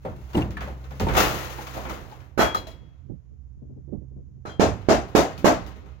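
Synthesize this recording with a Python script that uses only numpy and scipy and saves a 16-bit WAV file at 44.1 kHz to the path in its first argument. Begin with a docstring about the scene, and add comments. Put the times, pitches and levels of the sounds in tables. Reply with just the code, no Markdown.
"""Roof boards of a wooden shed, hammered and pried loose above a hand-held phone inside.
Blows shake the boards and ring a steel bar; rotten pieces snap and land, grit showers down.
Taps and grains excite the board modes and the room in five bands: thud, body, crack, sizzle, top.
An engine idles outside; wind buffets the two unlike microphone ports."""
import sys
import numpy as np
from scipy import signal
from scipy.fft import rfft, irfft, next_fast_len
from scipy.io import wavfile
from scipy.ndimage import uniform_filter1d

SR = 44100
rng = np.random.default_rng(int(sys.argv[2]) if len(sys.argv) > 2 else 0)


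def persist_wave(psi):
    """Save psi, clipped to +-1, as 16-bit WAV."""
    counts = np.round(np.clip(psi, -1, 1) * 32767).astype(np.int16)
    wavfile.write(sys.argv[1], SR, np.atleast_2d(counts).T)


N = 264600
T = np.arange(N) / SR

# grit and tearing fibres (time [s], level [dB], brightness [dB])
GRIT_FLOW = [(0, -56, -3), (.07, -58, 1), (.28, -53, -4), (.36, -45, -0.5), (.55, -64, -3), (.62, -57, 5),
             (.8, -55.5, -7), (.99, -50, 1), (1.12, -39, -5), (1.15, -18, -5), (1.185, -16.5, -1.5),
             (1.26, -26, -0.5), (1.35, -32.5, -0.5), (1.52, -43.5, 1.5), (1.74, -43.5, 1),
             (1.98, -39.5, -7), (2.2, -56.5, -5), (2.37, -60, -13)]
# idle (time [s], firing tone [dB], octave [dB])
ENGINE_LEVELS = [(0, -47.5, -52), (.5, -36.5, -47), (1.1, -41.5, -43), (2.0, -44.5, -51),
                 (2.15, -59, -54.5), (3.6, -49.5, -56), (3.9, -42.5, -46.5), (4.5, -49, -52.5),
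                 (6, -48.5, -53)]
# gusts (time [s], thump [dB], rumble [dB], left minus right [dB])
GUSTS = [(2.828, -52.5, -48.5, -24), (3.094, -38.5, -42.5, -24.5), (3.311, -59.5, -66.5, 11),
         (3.615, -46, -54.5, 26), (3.693, -47, -57, 15.5), (3.759, -48, -54, 18),
         (3.875, -47, -41.5, -11.5), (3.922, -31.5, -36.5, -25.5), (4.009, -47.5, -47, -17.5),
         (4.107, -53.5, -57.5, 5), (4.162, -45, -55.5, 19), (4.28, -65, -53.5, -1.5),
         (4.359, -60, -54.5, 14), (5.55, -74, -40, -10), (5.64, -63, -46.5, -28), (5.751, -63, -58, 8),
         (5.82, -50, -53, 10)]
# background (frequency [Hz], relative density [dB])
AIR_SPECTRUM = [(15, -41), (25, -24.5), (76, 5), (137, -14.5), (175, -16.5), (476, -36.5), (4140, -62),
                (6740, -53), (8140, -73), (14800, -68), (16000, -68)]
# roof shaken by tearing or blows (time [s], level [dB])
SHUDDERS = [(.04, -43.5), (.345, -23.5), (.47, -56), (.63, -47), (1.0, -28.5), (1.15, -31.5), (4.62, -36.5),
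            (5.46, -35)]
# pieces breaking off or landing
# (time [s], body [dB], thud [dB re body], crack [dB re body], sizzle [dB re body], note [Hz], note [dB])
PIECE_HITS = [(.049, -25, -7.5, -18.5, -53, 534, -32.5), (.19, -58, 5, -8, -18, 298, -51),
              (0.333, -44, 6, 3, -9, 2600, -53), (.346, -20.5, -10.5, -41, -31, 344, -23.5),
              (.351, -45, 0, 3, -9, 2900, -22), (0.368, -35, -14, -30, -32, 298, -16),
              (.377, -23, -15, -13.5, -40, 3370, -25), (0.408, -41.5, -0.5, -2, -11, 318, -33.5),
              (0.42, -38.5, 7, -20, -28, 2780, -19), (.507, -45.5, 5, -0.5, -8.5, 270, -50),
              (0.568, -50.5, -5, 14.5, -11, 1750, -25), (.607, -31.5, -4.5, -2, -17.5, 247, -45.5),
              (.675, -30.5, -23, -16, -26, 571, -39.5), (.841, -43.5, -1, -8, -17.5, 380, -62),
              (0.908, -36.5, -2, -10, -20.5, 339, -64), (.998, -20.5, -0.5, -11, -17.5, 392, -34),
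              (1.067, -18, -5, -22, -50, 905, -23), (1.086, -29, 3.5, 2, -13, 418, -34),
              (1.148, -19.5, -10, -4.5, -32, 400, -31.5), (1.582, -32.5, -26, -7.5, -37, 842, -35.5),
              (1.669, -42.5, -2, 3, -3, 1145, -41), (1.749, -30.5, -16, -18, -35, 303, -52),
              (1.765, -27.5, -5.5, -15, -48, 631, -33.5), (1.85, -30, -8.5, -5.5, -29, 530, -44),
              (1.896, -31, -5.5, -5, -12, 1144, -37), (2.116, -43, -17, -7, -17, 850, -39.5),
              (2.204, -49, 0, -2.5, -14.5, 410, -62.5), (2.547, -26, -10, -11, -13.5, 1244, -18),
              (2.67, -39, -15.5, -13.5, -10.5, 642, -38.5), (4.453, -47.5, -16, -9, -37, 1281, -32.5),
              (4.495, -50, -11, -7, -14, 1455, -39), (5.086, -49, 0, -13, -12, 396, -47),
              (5.378, -43.5, 13.5, -11, -4.5, 386, -49), (5.76, -54, -8, -2, -11, 421, -50),
              (5.859, -46.5, 1, -8.5, -23, 411, -49.5), (5.664, -38.5, -16, -9, -14, 312, -43)]
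# blows on the boards (time [s], body [dB], thud [dB re body], crack [dB re body], top [dB re body])
BLOW_HITS = [(2.375, -16.5, -23, -3, -26.5), (2.391, -11.5, -16.5, -2, -25), (4.451, -30, -6, -7, -59),
             (4.595, -6.5, -12.5, -13.5, -40.5), (4.885, -5.5, -20.5, -11.5, -41),
             (5.149, -3.5, -23, -13.5, -32.5), (5.443, -5, -19.5, -8.5, -33)]
# tap spectra (frequency [Hz], relative density [dB])
PIECE_SPECTRUM = [(24, -31.5), (40, -1), (64, 5.5), (91, -2.5), (133, 0.5), (237, -3), (542, -1),
                  (1180, -9), (1630, -13), (3470, -23.5), (7000, -32.5), (8340, -44.5), (14800, -39),
                  (16000, -37.5)]
BLOW_SPECTRUM = [(24, -45), (40, -22.5), (69, 13), (109, 0), (345, 1.5), (556, -1), (663, 3), (1070, -10),
                 (1340, -12.5), (3380, -31), (6820, -32), (8550, -46), (14800, -41.5), (16000, -51)]
# shed response (low edge [Hz], high edge [Hz], t60 [s], left-right likeness [0-1], gain [dB])
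SHED_BANDS = [(39.8, 168, 1, 0.93, -8), (200.5, 1140, 0.33, 0.7, -10), (1110, 3620, 0.36, 0, -6),
              (2720, 9460, 0.3, 0.03, -4.5), (8200, 22000, 0.22, 0.6, 2.5)]
# bar strikes (time [s], lowest mode [dB], upper modes [dB])
BAR_STRIKES = [(2.378, -80, -41), (2.393, -30, -36), (2.548, -80, -37), (2.669, -80, -52),
               (4.456, -80, -52)]
# modes (frequency [Hz], relative level [dB], t60 [s])
BOARD_MODES = [(198.8, 1, 0.7), (281.7, -1, 0.81), (374.3, 10, 0.22), (727, -14.5, 0.31), (818, -14, 0.34),
               (1150, -12.5, 0.34), (1410, -1.5, 0.28), (1561, -15, 0.26), (1946, -15, 0.35),
               (1892, -18, 0.3), (2116, -26, 0.41), (2300, -19.5, 0.39), (2288, -18.5, 0.28)]
BAR_MODES = [(3303, 0, .6), (4060, 3, .22), (5055, -9, .2), (5556, -10, .14), (6600, -12, .18),
             (6900, -13, .18), (10370, -14, .12), (10820, -11, .12)]
CLINK_MODES = [(3192, -50, .5), (3418, -57, .25)]
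# port balance before and after the grip changes (frequency [Hz], left minus right [dB])
BALANCE_EARLY = [(60, -23), (110, 6), (200, -0.5), (380, 0.5), (700, 1.5), (1290, 1), (2380, 2), (4400, 5),
                 (8120, 20), (15000, 8)]
BALANCE_LATE = [(60, -14.5), (110, -14.5), (200, -10), (380, 1), (700, 3), (1290, 2), (2380, 4.5),
                (4400, 12), (8120, 32.5), (15000, 10)]
# right port delay (frequency [Hz], lag [rad])
RIGHT_LAG = [(0, 0), (750, .7), (1380, 3.7), (2500, 7.8), (22050, 62)]

GRIP_CHANGE_S, STEEL_RIGHT_LEAD_RAD = 1.12, 3.7


def undb(db):
    return 10 ** (np.asarray(db) / 20)


def unit(x):
    return x / np.sqrt(np.mean(x ** 2))


def band(x, lo_hz, hi_hz):
    return signal.sosfilt(signal.butter(2, [lo_hz, hi_hz], "band", fs=SR, output="sos"), x)


def add(out, start_s, x):
    k = int(start_s * SR)
    out[:, k:k + x.shape[-1]] += x


def pan(left_minus_right_db):
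    return np.sqrt(2 / (1 + undb(2 * np.array([-left_minus_right_db, left_minus_right_db]))))


def rise(t, tau_s):
    return 1 - np.exp(-t / tau_s)


def curves(table):
    times_s, *columns = np.transpose(table)
    return [np.interp(T, times_s, column) for column in columns]


def db_at(spectrum, hz):
    knots_hz, db = np.transpose(spectrum)
    return np.interp(np.log(hz + 1), np.log(knots_hz), db)


def colour(x, spectrum, size):
    """Causal filter by cepstrum folding."""
    hz = np.arange(size // 2 + 1) * SR / size
    cepstrum = irfft(np.log(undb(db_at(spectrum, hz))))
    cepstrum[1:size // 2] *= 2
    cepstrum[size // 2 + 1:] = 0
    impulse = irfft(np.exp(rfft(cepstrum)))
    return signal.fftconvolve(x, impulse[None], axes=1)[:, :x.shape[1]]


def walk(rate_hz):
    """Random steps, slewed twice."""
    hold = int(SR / rate_hz)
    steps = np.repeat(rng.standard_normal(N // hold + 1), hold)
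    return uniform_filter1d(uniform_filter1d(steps, hold), hold)[:N]


def swells(events, rise_s, fall_db_per_s):
    """One rise and decay per event; powers add."""
    ages = [((T - s).clip(0), db) for s, db in events]
    return np.sqrt(sum((undb(db - fall_db_per_s * t) * rise(t, rise_s)) ** 2 for t, db in ages))


def ring(modes, t, phases_rad):
    return sum(undb(db) * np.sin(2 * np.pi * hz * t + phase) * 1000. ** (-t / t60_s)
               for (hz, db, t60_s), phase in zip(modes, phases_rad))


def shed_response(spectrum, modes_db, rise_s, t60_scale, trim_db):
    """Boards and room tapped at one spot, by band. The right port faces the roof; the left fills later."""
    t, bands = np.arange(SR // 2) / SR, []
    modes = np.array(BOARD_MODES)
    modes[:, 1] += 6.3 * rng.standard_normal(len(modes))  # each spot excites the modes differently
    onset = rise(t, np.array(rise_s)[:, None])
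    boards = ring(modes, t, np.zeros(len(modes))) * onset
    for lo_hz, hi_hz, t60_s, alike, gain_db in SHED_BANDS:
        noise = rng.standard_normal((3, len(t)))
        room = np.sqrt(alike) * noise[0] + np.sqrt(1 - alike) * noise[1:]
        room *= 1000. ** (-t / (t60_scale * t60_s)) * onset
        room = band(colour(room, spectrum, 2048), lo_hz, hi_hz)
        room /= np.sqrt(np.mean(room[:, :2000] ** 2))
        bands.append((room + undb(modes_db) * band(boards, lo_hz, hi_hz)) * undb(gain_db + trim_db))
    return np.array(bands)


def grit(spot, grains_per_s=700, scatter_db=4.5, tap_ring_s=.029):
    """Uneven grains from tearing boards, dust after each blow; too light to thud."""
    db, bright_db = curves(GRIT_FLOW)
    bands_db = np.array([db, db - 3.5 + .7 * bright_db, db - 11 + bright_db, db - 15 + 1.1 * bright_db])
    flow = undb(bands_db) * (T < GRIT_FLOW[-1][0])
    dust = swells([(s, body_db - 34.5) for s, body_db, *_ in BLOW_HITS], rise_s=.033, fall_db_per_s=41)
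    dust = dust * undb([0, -6, -14.5, -30])[:, None]
    lands = rng.random(N) < grains_per_s / SR
    sizes = undb(scatter_db * rng.exponential(size=N).clip(0, 5))
    grains = unit(lands * sizes * rng.choice([-1, 1], N)) / np.sqrt(tap_ring_s * SR)
    return sum(signal.oaconvolve(train[None], response[:, :SR // 4], axes=1)[:, :N]
               for train, response in zip(grains * np.hypot(flow, dust), spot[1:]))


def engine(firing_hz=64.7):
    """Wavering firing tone and octave; shifts right with the grip."""
    tone_db, octave_db = curves(ENGINE_LEVELS)
    phase = 2 * np.pi * np.cumsum(firing_hz * (1 + .028 * walk(14))) / SR
    tone = undb(tone_db + 3 * walk(10)) * np.sin(phase)
    octave = undb(octave_db + 3.3 * walk(16)) * np.sin(2 * phase + 1)
    return (tone + octave) * pan(np.interp(T, [GRIP_CHANGE_S, GRIP_CHANGE_S + .1], [0, -13.5]))


def wind(floor_db=-65.5, thump_s=.013, top_hz=499, rumble_s=.056):
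    """Unrelated eddies at each port; a gust is a dull thump inside a longer rumble."""
    t, thumps = np.arange(SR // 5) / SR, np.zeros((2, N + SR))
    power = undb(2 * floor_db)
    for s, thump_db, rumble_db, pan_db in GUSTS:
        noise = rng.standard_normal((2, len(t)))
        dull = unit(band(band(band(noise, 81, top_hz), 53, .67 * top_hz), 60, 2.5 * top_hz))
        sides = pan(pan_db)[:, None]
        add(thumps, s, undb(thump_db) * dull * t / thump_s * np.exp(1 - t / thump_s) * sides)
        swell = np.exp(-((T - s - thump_s) / rumble_s) ** 2)
        power = power + (undb(rumble_db) * swell * sides) ** 2
    flutter = undb(4.8 * walk(23))
    eddies = unit(band(band(rng.standard_normal((2, N)), 35, 170), 20, 330))
    return thumps[:, :N] + np.sqrt(power) * flutter * eddies


def air(hiss_db=-81.5):
    """Faint steady background."""
    noise = colour(rng.standard_normal((2, N)), AIR_SPECTRUM, 8192)
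    return noise * undb(hiss_db) / np.sqrt(np.mean(band(noise, 700, 16000) ** 2))


def shudder():
    """Low rumble of the whole roof."""
    return swells(SHUDDERS, rise_s=.012, fall_db_per_s=89.5) * unit(band(rng.standard_normal(N), 37, 220))


def taps(hits, spots, rattle_s, rattle_db, fade, count):
    """Per hit: a tap at one spot, then a fading rattle over all spots."""
    out = np.zeros((2, N + SR))
    for k, (s, body_db, bands_db) in enumerate(hits):
        when, size, sign = rng.random((3, count))
        rattle = undb(rattle_db - 3.17 * np.log(size.clip(.01))) * np.sign(sign - .5) * (1 - fade * when)
        train = np.zeros((len(spots), 1, SR // 8))
        train[np.arange(count) % len(spots), 0, (when * rattle_s * SR).astype(int)] = rattle
        train[k % len(spots), 0, 0] = 1
        responses = np.tensordot(np.array(spots), undb(body_db + np.array(bands_db)), (1, 0))
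        add(out, s, signal.fftconvolve(responses, train / np.linalg.norm(train), axes=2).sum(axis=0))
    return out[:, :N]


def pieces(spots):
    """Rotten pieces knock and rattle briefly."""
    hits = [(s, db, [thud, 0, crack, sizzle, sizzle - 9])
            for s, db, thud, crack, sizzle, *_ in PIECE_HITS]
    return taps(hits, spots, rattle_s=.017, rattle_db=-21, fade=.8, count=40)


def snaps(low_t60_s=.14, damping_hz=1580):
    """Dry crack and rough note of each piece; high notes die sooner."""
    t, out = np.arange(SR // 4) / SR, np.zeros((2, N + SR))
    for s, body_db, _, _, sizzle_db, note_hz, note_db in PIECE_HITS:
        noise = rng.standard_normal((2, len(t)))
        burst = noise[:1] * np.exp(-t / .0015)
        click = band(colour(burst, PIECE_SPECTRUM, 1024)[0], 3000, 15500)
        click *= undb(body_db + sizzle_db + 11) / click.max()
        t60_s = low_t60_s / (1 + (note_hz / damping_hz) ** 3)
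        note = rise(t, .0026) * ring([(note_hz, note_db, t60_s)], t, [0])
        roughness = 1 + 9.6 * uniform_filter1d(noise[1], 200)
        add(out, s, click + roughness * note)
    return out[:, :N]


def blows(spots, sizzle_db=-16.5):
    """Hammer and bar strike the boards and rattle them."""
    hits = [(s, db, [thud, 0, crack, sizzle_db, top]) for s, db, thud, crack, top in BLOW_HITS]
    return taps(hits, spots, rattle_s=.046, rattle_db=-14.5, fade=1, count=90)


def contact(push_hz=380, push_s=.003):
    """Direct push and rebound of each blow, shadowed from the left port."""
    t, out = np.arange(300) / SR, np.zeros((2, N))
    push = np.sin(2 * np.pi * push_hz * t) * np.exp(-(t / push_s) ** 3)
    for s, body_db, *_ in BLOW_HITS:
        add(out, s + .0014, undb(body_db + np.array([[-15], [1]])) * push)
    return out


def bar():
    """Steel modes swell as the room fills; chatter on the wood blurs the upper ones."""
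    t, out = np.arange(SR) / SR, np.zeros((2, N + SR))
    lowest, upper = BAR_MODES[:1], BAR_MODES[1:]
    phases = rng.uniform(0, 2 * np.pi, (len(BAR_STRIKES), len(BAR_MODES)))
    for (s, low_db, upper_db), phase in zip(BAR_STRIKES, phases):
        add(out[:1], s, undb(low_db) * rise(t, .016) * ring(lowest, t, phase))
        add(out[1:], s, undb(low_db + 3) * rise(t, .025) * ring(lowest, t, phase + STEEL_RIGHT_LEAD_RAD))
        chatter = .8 + .5 * unit(uniform_filter1d(rng.standard_normal((2, SR)), 300, axis=1))
        add(out, s, undb(upper_db) * rise(t, .0087) * chatter * ring(upper, t, phase[1:]))
    return out[:, :N]


def clink(start_s=4.485):
    """Small steel clink, two modes."""
    t, out = np.arange(SR) / SR, np.zeros((2, N + SR))
    sides = np.array([ring(CLINK_MODES, t, [phase, phase]) for phase in (0, STEEL_RIGHT_LEAD_RAD)])
    add(out, start_s, rise(t, .018) * sides)
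    return out[:, :N]


def ports(x, crossfade_s=.034):
    """Left port thin and bright; right full, muffled and late. The balance shifts with the grip."""
    size = next_fast_len(N + 4096)
    hz = np.arange(size // 2 + 1) * SR / size
    lag_rad = np.interp(hz, *np.transpose(RIGHT_LAG)) * np.array([[0], [1]])
    spectrum = rfft(x, size) * np.exp(-1j * lag_rad)
    early, late = (irfft(spectrum * pan(db_at(balance, hz)), size)[:, :N]
                   for balance in (BALANCE_EARLY, BALANCE_LATE))
    turn = np.clip((T - GRIP_CHANGE_S) / crossfade_s, 0, 1)
    return early * (1 - turn) + late * turn


def scene():
    roof = [shed_response(BLOW_SPECTRUM, modes_db=-32, rise_s=(.012, .00048), t60_scale=.87, trim_db=-3)
            for _ in range(4)]
    heap = [shed_response(PIECE_SPECTRUM, modes_db=-29.5, rise_s=(.0011, .00072), t60_scale=1, trim_db=-3.5)
            for _ in range(3)]
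    wood = blows(roof) + contact() + pieces(heap) + snaps() + grit(heap[0]) + grit(heap[1]) + shudder()
    steel = (bar() + clink()) * undb(2 * walk(25))  # the level flickers
    return ports(wood + steel + air()) + engine() + wind()


def record(dry, top_hz=15900):
    """The phone rounds the loudest peaks and cuts the top."""
    lowpass = signal.ellip(10, .2, 80, top_hz, fs=SR, output="sos")
    return signal.sosfilt(lowpass, np.tanh(dry) / .59)


dry = scene()
out = record(dry)
persist_wave(out)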